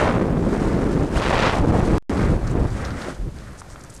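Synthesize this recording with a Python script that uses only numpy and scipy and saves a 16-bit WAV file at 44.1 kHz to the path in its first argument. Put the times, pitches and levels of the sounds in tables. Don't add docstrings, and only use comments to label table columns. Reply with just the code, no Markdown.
import sys
import numpy as np
from scipy import signal
from scipy.fft import rfft, irfft
from scipy.io import wavfile

SR = 44100
rng = np.random.default_rng(int(sys.argv[2]) if len(sys.argv) > 2 else 0)


def generate_wav(sig):
    pcm = np.round(np.clip(np.atleast_2d(sig).T, -1, 1) * 32767).astype(np.int16)
    wavfile.write(sys.argv[1], SR, pcm)


N = 176400
CUTOFF_HZ = 15700


def from_db(db):
    return 10 ** (np.asarray(db) / 20)


def rms_one(x):
    return x / np.sqrt(np.mean(x ** 2) + 1e-20)


def band(x, low_hz, high_hz, order=2):
    edges_hz = [low_hz, min(high_hz, .45 * SR)]
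    return signal.sosfilt(signal.butter(order, edges_hz, "band", fs=SR, output="sos"), x)


def drift(rate_hz):
    pole = np.exp(-2 * np.pi * rate_hz / SR)
    noise = rng.standard_normal(N + SR)
    wander = signal.lfilter([1], [1, -2 * pole, pole * pole], noise)
    return rms_one(wander[SR:])


def coloured(spectrum):
    hz, db = np.transpose(spectrum)
    bins_hz = np.arange(N // 2 + 1) * SR / N
    gain = from_db(np.interp(np.log(bins_hz + 1), np.log(hz), db))
    return irfft(rfft(rng.standard_normal(N)) * gain, N)


def in_time(rows):
    start_s, *columns = np.transpose(rows)
    return [np.interp(np.arange(N) / SR, start_s, column) for column in columns]


def thumps():
    # start_s [s], level_db [dB], pitch_hz [Hz], length [cycles]
    thump_list = [(2.598,-10.5,61.7,2.6), (2.642,-9.5,80,1.8), (3.187,-20,43.3,3.6), (3.267,-24,140,4.3)]
    out, t = np.zeros(N), np.arange(N) / SR
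    for start_s, level_db, pitch_hz, cycles in thump_list:
        turns = np.clip((t - start_s) * pitch_hz, 0, cycles)
        swell = np.sqrt(np.abs(np.sin(np.pi * turns / cycles)))
        wobble_rad = drift(2 * pitch_hz) / 2
        out += from_db(level_db) * swell * np.sin(2 * np.pi * turns + wobble_rad)
    return out


def snaps():
    # start_s [s], level_db [dB], centre_hz [Hz]
    snap_list = [(2.516,-11,455), (3.047,-18.5,1470), (3.085,-15.5,590), (3.618,-22,1150),
                 (3.759,-23.5,1170)]
    ring_cycles = 5.9
    out, t = np.zeros(N + SR), np.arange(SR // 10) / SR
    for start_s, level_db, centre_hz in snap_list:
        puff = rms_one(band(rng.standard_normal(len(t)), centre_hz / 2, centre_hz * 2))
        decay_db = -60 * t * centre_hz / ring_cycles
        ring = from_db(decay_db) * np.sin(2 * np.pi * centre_hz * t)
        attack = np.minimum(1, 5 * centre_hz * t)
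        snap = (0.15 * from_db(decay_db / 5) * puff - ring) * attack
        out[int(start_s * SR):][:len(t)] += from_db(level_db) * snap
    return out[:N]


def rustles():
    # start_s [s], level_db [dB], centre_hz [Hz], rise_s [s]
    rustle_list = [(2.16,-44.5,3870,0.047), (2.468,-42,5880,0.006), (2.506,-37.5,7260,0.0049),
                   (2.702,-42,6400,0.0025), (2.786,-49,5960,0.0017), (2.845,-40,4730,0.0092),
                   (2.903,-41,4000,0.0067), (3.015,-39,4000,0.0053), (3.384,-49,5100,0.004),
                   (3.573,-44,7700,0.015), (3.684,-49,7200,0.023), (3.792,-45,9100,.002),
                   (3.806,-46,6040,0.0026), (3.836,-38,8060,0.0014), (3.847,-40,7400,0.0012),
                   (3.894,-44.5,8040,0.0082), (3.926,-45,7000,.003), (3.938,-42.5,9100,0.0064),
                   (3.961,-43,7600,0.0036), (3.973,-46,8100,.003)]
    crackles_per_s, crackle_spread_db = 4900, 7
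    sheen_hz, sheen_db = 9200, -10.5
    out, t = np.zeros(N + SR), np.arange(SR // 4) / SR
    for start_s, level_db, centre_hz, rise_s in rustle_list:
        chance, side, size = rng.random((3, len(t)))
        heights = from_db(-crackle_spread_db * np.log(size + 0.012))
        crackle = (chance < crackles_per_s / SR) * np.sign(side - .5) * heights
        swell = t / rise_s * np.exp(1 - t / rise_s)
        swell = swell * np.exp(-(t / (4.0 * rise_s)) ** 4)
        body = rms_one(band(crackle, centre_hz / 1.4, centre_hz * 1.3))
        sheen = from_db(sheen_db) * rms_one(band(crackle, sheen_hz, CUTOFF_HZ))
        out[int(start_s * SR):][:len(t)] += from_db(level_db) * swell * (body + sheen)
    return out[:N]


def swish():
    start_s, end_s = 1.154, 1.192
    start_hz, end_hz = 1790, 3600
    level_db, waver_hz = -30.5, 200
    way = np.clip((np.arange(N) / SR - start_s) / (end_s - start_s), 0, 1)
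    pitch_hz = start_hz + (end_hz - start_hz) * np.sqrt(way)
    tone = np.sin(2 * np.pi * np.cumsum(pitch_hz) / SR)
    swell = np.sqrt(np.abs(np.sin(np.pi * way)))
    return from_db(level_db) * swell * (1 + drift(waver_hz)) * tone


def opposed_wind():
    # start_s [s], rumble_db [dB], rush_db [dB]
    push_levels = [(0, -11, -4), (.12, -8, -7), (.27, -5, -14), (.34, -12, -14), (1.14, -12, -14),
                   (1.22, -10, 0), (1.52, -9, 1), (1.585, -13, -7), (1.62, -7, -14), (1.97, -8, -11),
                   (2.11, -11, -14), (2.5, -12, -19), (2.57, -5, -16), (2.66, -10, -18), (2.72, -22, -26)]
    rumble = rms_one(band(rng.standard_normal(N), 25, 160))
    rush = rms_one(band(rng.standard_normal(N), 130, 620))
    rumble_db, rush_db = in_time(push_levels)
    return from_db(rumble_db) * rumble + from_db(rush_db) * rush


def alike_wind():
    edges_hz = [15, 150, 500, 1200, 2400, 15000]
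    # [dB per Hz, relative]
    colour = [(15, -8.5), (45, -2.5), (130, -5.5), (300, -9), (500, -14), (1200, -25.5), (2200, -36),
              (3500, -38), (8600, -41), (15000, -58.5)]
    # start_s [s], bass_db, low_mids_db, mids_db, upper_mids_db, treble_db [all dB]
    band_levels = [(0,-17.5,-16.5,-13,-24,-37), (.1,-19,-17.5,-19.5,-39.5,-40),
                   (0.231,-20,-12.5,-42.5,-54,-48), (.32,-20.5,-20,-38,-55,-51.5),
                   (.55,-22.5,-18.5,-34.5,-35.5,-42.5), (1.057,-21,-19,-39.5,-43,-45.5),
                   (1.108,-28,-27,-34,-43.5,-48), (1.169,-17.5,-19.5,-28.5,-31,-34),
                   (1.21,-22,-22.5,-19.5,-40,-36), (1.3,-15,-15.5,-16,-34,-34.5),
                   (1.46,-13.5,-15.5,-11,-18.5,-39), (1.59,-23,-18.5,-25.5,-43,-35),
                   (1.605,-15,-16.5,-32,-49,-47.5), (1.751,-15.5,-18,-23,-33.5,-41),
                   (1.85,-13,-18.5,-31.5,-38,-40.5), (1.97,-15.5,-13.5,-34,-42.5,-41),
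                   (2.11,-24.5,-21.5,-29,-35,-43.5), (2.237,-19,-19,-34,-30,-42),
                   (2.33,-14.5,-25,-31,-38,-45), (2.39,-21,-29.5,-37,-47.5,-49),
                   (2.48,-18.5,-30.5,-47,-37.5,-49), (2.601,-19,-16.5,-38,-45,-47.5),
                   (2.688,-19.5,-35,-41,-45.5,-48), (2.83,-28,-33,-36,-34.5,-45.5),
                   (2.93,-29,-34,-41,-38.5,-49.5), (3.0,-34.5,-38,-37.5,-39.5,-44.5),
                   (3.104,-38,-33,-40,-36.5,-44), (3.152,-39.5,-44.5,-48.5,-51.5,-53.5),
                   (3.27,-33,-38,-52,-56,-59.5), (3.328,-34,-46,-53.5,-59,-58),
                   (3.37,-34.5,-43,-51,-47.5,-53), (3.6,-42,-51,-49.5,-51.5,-58.5),
                   (3.8,-43.5,-47,-50.5,-50.5,-59), (4,-43.5,-54,-55.5,-58,-56)]
    flutter_db, flutter_hz = 1.5, 29
    out = np.zeros(N)
    for low_hz, high_hz, level_db in zip(edges_hz, edges_hz[1:], in_time(band_levels)):
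        flutter = from_db(flutter_db * drift(flutter_hz))
        turbulence = band(coloured(colour), low_hz, high_hz, order=3)
        out += from_db(level_db) * rms_one(flutter * turbulence)
    return out


def overload(x):
    limit, knee = .42, 4
    return x / (1 + np.abs(x / limit) ** knee) ** (1 / knee)


def scene():
    mismatch_db = .4
    opposed = opposed_wind()
    alike = thumps() + snaps() + rustles() + swish() + alike_wind()
    first = overload(alike + opposed) * from_db(mismatch_db)
    second = overload(alike - opposed)
    return (first + second)[None] / 2


def record(dry):
    coupling_hz, tape_top_hz, smooth_hz = 5, 13600, 11020
    step = .00545
    dropout_start_s, dropout_end_s = 1.9815, 2.0955
    out = signal.sosfilt(signal.butter(1, [coupling_hz, tape_top_hz], "band", fs=SR, output="sos"), dry)
    t = np.arange(N) / SR
    held = np.where(t < 2.025, 2, 1)
    silent = (t > dropout_start_s) & (t < dropout_end_s)
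    steps = np.where(silent, held, np.floor(out / step))
    out = signal.sosfilt(signal.butter(3, smooth_hz, fs=SR, output="sos"), step * steps)
    return signal.sosfilt(signal.cheby2(12, 70, CUTOFF_HZ, fs=SR, output="sos"), out)


dry = scene()
out = record(dry)
generate_wav(out)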